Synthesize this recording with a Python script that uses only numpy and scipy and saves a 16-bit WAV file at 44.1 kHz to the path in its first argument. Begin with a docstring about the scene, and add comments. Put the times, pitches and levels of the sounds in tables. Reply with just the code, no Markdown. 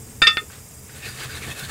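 """Three metallic clinks, then gritty scraping in uneven strokes, over the hiss of a running tap.
A sharpening stone is set down on a metal lapping plate: each blow rings the plate's modes.
The stone is then rubbed along it: abrasive grains click, the stone catches and squeaks, the plate sings.
Both are held over a plastic sink; the tap's thin stream drums on the basin throughout."""
import sys
import numpy as np
from scipy import signal
from scipy.fft import rfft, irfft
from scipy.io import wavfile
from scipy.ndimage import uniform_filter1d, minimum_filter1d

SR = 44100
rng = np.random.default_rng(int(sys.argv[2]) if len(sys.argv) > 2 else 0)


def store_pcm(level_fs):
    """Save levels as 16-bit WAV."""
    pcm = np.round(np.clip(level_fs, -1, 1) * 32767).astype(np.int16)
    wavfile.write(sys.argv[1], SR, np.atleast_2d(pcm).T)


N = 74970  # 1.7 s


def undb(db):
    """Decibels to gain."""
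    return 10 ** (np.asarray(db) / 20)


def unit(x):
    """Scale to rms 1."""
    return x / np.sqrt(np.mean(x ** 2))


def curve(points):
    """Gain over time from (s, dB) points."""
    return undb(np.interp(np.arange(N) / SR, *np.array(points).T))


def shaped(x, response):
    """Filter by a gain function of frequency; rms 1."""
    hz = np.fft.rfftfreq(N, 1 / SR) + 0.00094  # offset avoids 0 Hz
    return unit(irfft(rfft(x) * response(hz), N))


def colour(x, points):
    """Filter by (Hz, dB) points, falling away below the first; rms 1."""
    hz, db = np.array(points).T
    return shaped(x, lambda f: undb(np.interp(np.log(f), np.log(hz), db)) * np.minimum(f / hz[0], 1) ** 2)


def resonate(x, hz, width_hz):
    """One resonance applied twice; rms 1."""
    return shaped(x, lambda f: 1 / (1 + .5j * (f * f - hz * hz) / (f * width_hz)) ** 2)


def dull(x, cutoff_hz, order=12):
    """Low-pass: a softer contact has less treble; rms 1."""
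    return shaped(x, lambda f: 1 / np.hypot(1, (f / cutoff_hz) ** order))


def noise():
    """White noise."""
    return rng.standard_normal(N)


def walk(rate_hz):
    """Smooth random wander; rms 1."""
    return shaped(noise(), lambda f: 1 / (1 + (f / rate_hz) ** 2) ** 2)


def flutter(depth_db, rate_hz):
    """Gain wandering about 0 dB by depth_db rms."""
    return undb(depth_db * walk(rate_hz))


def wobble(hz, spread_hz):
    """Tone whose pitch shakes by spread_hz rms."""
    return np.sin(2 * np.pi * np.cumsum(hz + spread_hz * walk(200 + spread_hz)) / SR)


def grains(per_s, spread_db):
    """Random clicks of uneven size."""
    clicks = (rng.random(N) < per_s / SR) * np.sign(noise())
    return clicks * undb(spread_db * np.minimum(rng.exponential(size=N), 5))


def fade(start_s, t60_s, attack_s=0):
    """Envelope of a blow: swell, then exponential decay."""
    age_s = np.maximum(np.arange(N) / SR - start_s, 0)
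    swell = 1 - np.exp(-age_s / (attack_s + 2 / SR))
    return swell * np.exp(-np.log(1000) * age_s / t60_s)


def room(x, echo_db=-17):
    """Add the faint, short echo of a small washroom."""
    response = noise() * fade(start_s=0.0055, t60_s=0.16, attack_s=0.0072)
    response /= np.sqrt(np.sum(response ** 2))
    return x + undb(echo_db) * signal.fftconvolve(x, response)[:N]


def tap(hiss_db=-46.5):
    """Running water hisses and whistles in the spout."""
    # Spectrum of tap and splash. Each row: frequency in Hz, level in dB.
    hiss_spectrum = [(200, -7.5), (450, -3), (750, -3.5), (1300, -9), (2300, -8.5), (3200, -14),
                     (4400, -17.5), (5600, -8), (7000, -2.5), (8300, -4.5), (9500, -11), (11000, -6.5),
                     (13000, -18), (15500, -11.5)]
    # Spout resonances in Hz.
    spout_hz = [4862, 5365, 7280, 8335, 8825, 10235, 11330, 12330, 13995, 14976]
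    # Each row, in the same order: width in Hz, level in dB.
    spout_modes = [(29.9, -61.5), (24.8, -64), (247, -56.5), (30, -53.5), (70, -63), (35, -56.5),
                   (70, -66.5), (150, -60), (70, -58), (171, -64)]
    hiss = undb(hiss_db) * flutter(0.5, rate_hz=93) * colour(noise(), hiss_spectrum)
    whistle = sum(undb(db) * resonate(noise(), hz, width_hz)
                  for hz, (width_hz, db) in zip(spout_hz, spout_modes))
    return hiss + whistle


def drumming():
    """Drops of the stream excite the basin's modes."""
    # Each row: frequency in Hz, width in Hz, level in dB.
    basin_modes = [(36, 60, -56.5), (85, 34.4, -44.5), (127.8, 15.5, -49), (199.4, 64, -49.5),
                   (438.3, 30, -55.5)]
    # Swell of the drumming. Each row: time in seconds, gain in dB.
    swell = [(0, 1.5), (0.45, -3.5), (0.75, -4.5), (1.0, -2), (1.1, 2), (1.19, -2.5), (1.35, -1), (1.48, 6),
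             (1.56, -4), (1.7, -4)]
    basin = sum(undb(db) * resonate(grains(per_s=500, spread_db=0.5), hz, width_hz)
                for hz, width_hz, db in basin_modes)
    return curve(swell) * basin


def booms():
    """The plastic basin booms briefly and hums on its main mode under the stream."""
    # Each row: start in seconds, level in dB, pitch in Hz, t60 in seconds.
    events = [(0.413, -31.5, 390, .15), (0.465, -41, 77.3, 0.18), (1.246, -31, 88.7, 0.15),
              (1.338, -28.5, 84.3, 0.19), (1.621, -23.5, 155, .14), (1.655, -32.5, 90.2, 0.4)]
    # Each row: time in seconds, level in dB.
    hum_level = [(1.02, -64), (1.1, -44), (1.19, -71), (1.235, -56), (1.26, -36), (1.32, -48),
                 (1.38, -44.5), (1.48, -37.5), (1.57, -56)]
    thumps = sum(undb(db) * wobble(hz, spread_hz=.2 * hz) * fade(start_s, t60_s, attack_s=.008)
                 for start_s, db, hz, t60_s in events)
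    hum = curve(hum_level) * unit(wobble(hz=128, spread_hz=5))
    return thumps + hum


def ticks():
    """Coarse grit snaps under the stone."""
    # Each row: start in seconds, level in dB, frequency in Hz, width in Hz.
    snaps = [(0.5, -39.5, 1360, 250), (0.894, -38, 1460, 700), (1.594, -30, 6000, 12000),
             (1.649, -35, 4200, 4500)]
    return sum(undb(db) * resonate(noise(), hz, width_hz) * fade(start_s, t60_s=0.045)
               for start_s, db, hz, width_hz in snaps)


def squeaks():
    """Stick-slip: the stone catches and rasps briefly at a steady or gliding pitch."""
    # Each row: centre in seconds, length in seconds, pitch in Hz, glide in Hz per second,
    # pitch spread in Hz, level in dB.
    catches = [(1.045, 0.036, 2560, 4000, 130, -39.5), (1.07, .045, 4200, 0, 200, -47),
               (1.06, .06, 1780, 0, 70, -45), (1.228, 0.046, 1700, 0, 155, -39.5),
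               (1.305, 0.028, 1590, 0, 160, -42), (1.355, 0.04, 3780, -3000, 200, -43.5),
               (1.435, 0.03, 2200, 0, 180, -38.5), (1.51, 0.028, 3390, 0, 130, -40),
               (1.519, 0.015, 2585, 0, 17, -36), (1.57, 0.018, 2600, 0, 110, -41.5),
               (1.63, 0.045, 1520, 1200, 60, -38), (1.595, .018, 4150, 0, 200, -44),
               (1.648, .022, 4250, 0, 170, -41.5), (1.645, .025, 3500, 0, 450, -42)]
    t, out = np.arange(N) / SR, 0
    for centre_s, length_s, hz, glide_hz_per_s, spread_hz, db in catches:
        tone = wobble(hz + glide_hz_per_s * (t - centre_s), spread_hz)
        rasp = unit(tone * flutter(1.5, rate_hz=130))
        envelope = np.exp(-2 * ((t - centre_s) / length_s) ** 2)
        out += undb(db) * rasp * envelope
    return out


def grit():
    """Dense clicks of abrasive grains, in juddering bunches."""
    return grains(per_s=9000, spread_db=2.5) * flutter(3, rate_hz=24)


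def patchy(x, count=14, depth_db=1.5):
    """Bands swell and fade independently, most in the midrange; rms 1."""
    hz, spectrum = np.fft.rfftfreq(N, 1 / SR), rfft(x)
    centres_hz = np.geomspace(700, 6000, count)
    depths_db = depth_db * np.hanning(count + 2)[1:-1] ** .5
    bands = (irfft(spectrum * np.interp(hz, centres_hz, weights), N) for weights in np.eye(count))
    return unit(sum(band * flutter(db, rate_hz=40) for band, db in zip(bands, depths_db)))


def pressure(x, centre_hz=1180, width_octaves=0.29):
    """The scrape's middle band fills out as the stone is pressed down and thins as it eases."""
    # Each row: time in seconds, band gain in dB.
    body_gain = [(0.9, 4), (1.05, -10), (1.12, 2), (1.23, 0), (1.7, 2.5)]
    hz = np.fft.rfftfreq(N, 1 / SR) + 1
    bell = np.exp(-.5 * (np.log2(hz / centre_hz) / width_octaves) ** 2)
    return x + (curve(body_gain) - 1) * irfft(rfft(x) * bell, N)


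def rubbing(scrape_db=-1, ring_db=2.5, hollow_db=-13.5):
    """Grit scrapes and crackles with the strokes and excites stone and plate; the plate sings."""
    # Effort of the strokes. Each row: time in seconds, level in dB.
    effort = [(0.47, -62), (0.52, -48.5), (0.56, -49), (0.62, -63), (0.86, -59.5), (0.92, -50),
              (0.965, -42.5), (1.0, -47), (1.058, -34), (1.10, -38.5), (1.14, -43), (1.225, -35.5),
              (1.25, -35.5), (1.275, -42), (1.30, -37), (1.34, -34), (1.372, -31), (1.402, -39.5),
              (1.422, -34.5), (1.475, -36.5), (1.515, -34), (1.545, -42.5), (1.59, -35), (1.645, -37.5),
              (1.678, -47), (1.7, -33)]
    # Spectra of scrape and fine crackle. Each row: frequency in Hz, level in dB.
    scrape_spectrum = [(200, -9), (440, 2.5), (650, -2), (950, -6), (1250, -0.5), (1750, -0.5), (2050, 1),
                       (2550, -1), (3100, -1), (3800, -2.5), (4400, -2.5), (5300, -10), (7500, -6.5),
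                       (11000, -16), (15000, -23)]
    crackle_spectrum = [(2500, -14), (6000, -2.5), (10000, -1), (15000, -11)]
    # Resonances of stone and plate pressed together, in Hz.
    pair_hz = [1160, 1470, 1630, 1780, 2220, 2600, 3550, 3720, 4240]
    # Each row, in the same order: width in Hz, relative level in dB.
    pair_modes = [(61, -20.5), (40, -18), (100, -17.5), (79.6, -13.5), (55, -18), (120, -15.5), (70, -22.5),
                  (70, -17), (160, -20)]
    # Low mids and crackle. Each row: time in seconds, gain in dB on top of the effort.
    hollow_gain = [(0.9, -1), (1.3, -24), (1.42, -2.5), (1.5, 8), (1.7, 7)]
    crackle_gain = [(0.9, -36), (1.1, -4), (1.35, -12.5), (1.52, -7), (1.6, -5.5), (1.7, -6)]
    # The plate's singing tone. Each row: time in seconds, level in dB.
    sing_level = [(0.88, -74), (0.94, -55), (1.0, -70), (1.05, -53), (1.10, -42), (1.16, -57), (1.22, -42),
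                  (1.27, -62), (1.315, -44.5), (1.37, -55), (1.45, -60)]
    ring = sum(undb(db) * resonate(grit(), hz, width_hz)
               for hz, (width_hz, db) in zip(pair_hz, pair_modes))
    sing = curve(sing_level) * unit(wobble(hz=4772, spread_hz=16) * flutter(1.5, rate_hz=40))
    hollow = undb(hollow_db) * curve(hollow_gain) * resonate(grit(), hz=490, width_hz=330)
    crackle = curve(crackle_gain) * colour(grains(per_s=2000, spread_db=1), crackle_spectrum)
    scrape = pressure(patchy(colour(grit(), scrape_spectrum)))
    return curve(effort) * (undb(scrape_db) * scrape + undb(ring_db) * ring + hollow + crackle) + sing


def clinks(settled_s=0.39, choke_t60_s=0.15, knock_db=3, push_db=-1.5, push_hz=63.5):
    """Each blow cracks, thuds in the hands and rings the plate; the basin scatters it into a clatter."""
    # Each row: start in seconds, ring, clatter, crack and thud levels in dB, treble cutoff in Hz,
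    # factor on the ring's t60, ring attack in seconds.
    blows = [(0.2182, -7, -13.5, -16.5, -14.5, 13000, 1.0, 0.0043),
             (0.2690, -5.5, -9, -10.5, -17.5, 12100, 0.78, 0.003),
             (0.3703, -15.5, -45, -10.5, -26, 4740, 0.58, 0.0074)]
    # Modes of plate and stone in Hz.
    mode_hz = [1262, 1371, 1448, 1822, 2090, 2248, 2347, 2396, 2660, 2795, 2988, 3455, 3510, 3611, 3631,
               4303, 4740, 4868, 5060, 5561, 6255, 6560, 6840, 7494, 7790, 8490, 8915, 9740]
    # Each row, in the same order: base t60 in seconds, relative level in dB in blows one, two and three.
    modes = [(0.25, -14.5, -14.5, -4.5), (0.16, -9, -11.5, -12), (0.051, -30.5, -37.5, 11.5),
             (0.32, -4.5, -18, -5.5), (0.133, -32, -17, -1.5), (0.077, -15, -11.5, -3),
             (0.3, -18, -26, -25), (0.074, -29, -11, 0), (0.14, -7, -2.5, -4), (0.096, -19, -22, -25),
             (0.084, -15, -7.5, -33), (0.073, -18, 0, -32), (0.21, -32, 0.5, 2.5), (0.091, 4.5, -3, -34),
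             (0.078, 0.5, 2.5, -30), (0.24, -22, -46, -16), (.03, -28, 6.5, -14), (0.11, -9.5, -7.5, -37),
             (0.053, -26, -8, -39), (0.099, -32, -15, -45), (0.18, -29.5, -27, -53),
             (0.08, -40.5, -24, -50), (0.075, -15.5, -23, -56), (0.2, -29, -38, -55),
             (0.069, -28.5, -19.5, -50), (0.086, -22, -19.5, -50), (0.22, -29.5, -52, -50),
             (0.159, -32, -45, -55)]
    # Dense short resonances of stone and basin. Each row: frequency in Hz, level in dB.
    clatter_spectrum = [(500, -48), (850, -14), (1300, -0.5), (1700, -7.5), (2600, 5), (3200, -8),
                        (3650, -1), (4200, -9), (4900, 0), (5700, -23), (8300, -26.5), (10000, -31.5),
                        (15000, -26)]
    # Dull thud through the hands. Each row: frequency in Hz, level in dB.
    thud_spectrum = [(40, 7), (100, -8.5), (250, -6), (450, -1.5), (800, -11), (1500, -2.5), (5000, -72)]
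    t, out = np.arange(N) / SR, 0
    waver = flutter(3, rate_hz=107)  # basin reflections make each ring uneven
    choke = np.exp(-np.log(1000) * np.maximum(t - settled_s, 0) / choke_t60_s)  # the stone lies flat
    for k, blow in enumerate(blows):
        start_s, ring_db, clatter_db, crack_db, thud_db, cutoff_hz, t60_factor, attack_s = blow
        for hz, (t60_s, *mode_db) in zip(mode_hz, modes):
            tone = np.sin(2 * np.pi * (hz * (t - start_s) + rng.random()))
            envelope = fade(start_s, t60_s * t60_factor, attack_s) * choke
            out += undb(ring_db + mode_db[k]) * tone * envelope * np.roll(waver, rng.integers(N))
        clatter = undb(clatter_db) * fade(start_s, t60_s=.08, attack_s=0.0015)
        crack = undb(crack_db) * fade(start_s, t60_s=.014, attack_s=0.000044)
        out += (clatter + crack) * dull(colour(noise(), clatter_spectrum), cutoff_hz)
        thud = colour(noise(), thud_spectrum) * fade(start_s, t60_s=.05, attack_s=0.00033)
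        knock = fade(start_s, t60_s=.009, attack_s=.0004)  # one-sided contact pulse
        # The plate gives in the hand.
        push = np.sin(2 * np.pi * push_hz * (t - start_s)) * fade(start_s, t60_s=0.021)
        out += undb(thud_db) * (thud + undb(knock_db) * knock + undb(push_db) * push)
    return out


def scene():
    """Stone, plate and water, close up, in mono."""
    stone = room(clinks()) + ticks() + rubbing() + squeaks()
    sink = tap() + drumming() + booms()
    return (stone + sink)[None]


def record(dry):
    """A fast limiter holds down the peaks; a steep low-pass cuts the top."""
    ceiling, hold_s, top_hz = 0.97, 0.0011, 15700
    window = int(hold_s * SR) + 1
    needed_gain = ceiling / np.maximum(np.abs(dry), ceiling)
    gain = uniform_filter1d(minimum_filter1d(needed_gain, window), window)
    lowpass = signal.ellip(10, .2, 80, top_hz, fs=SR, output="sos")
    return signal.sosfilt(lowpass, dry * gain)


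dry = scene()
out = record(dry)
store_pcm(out)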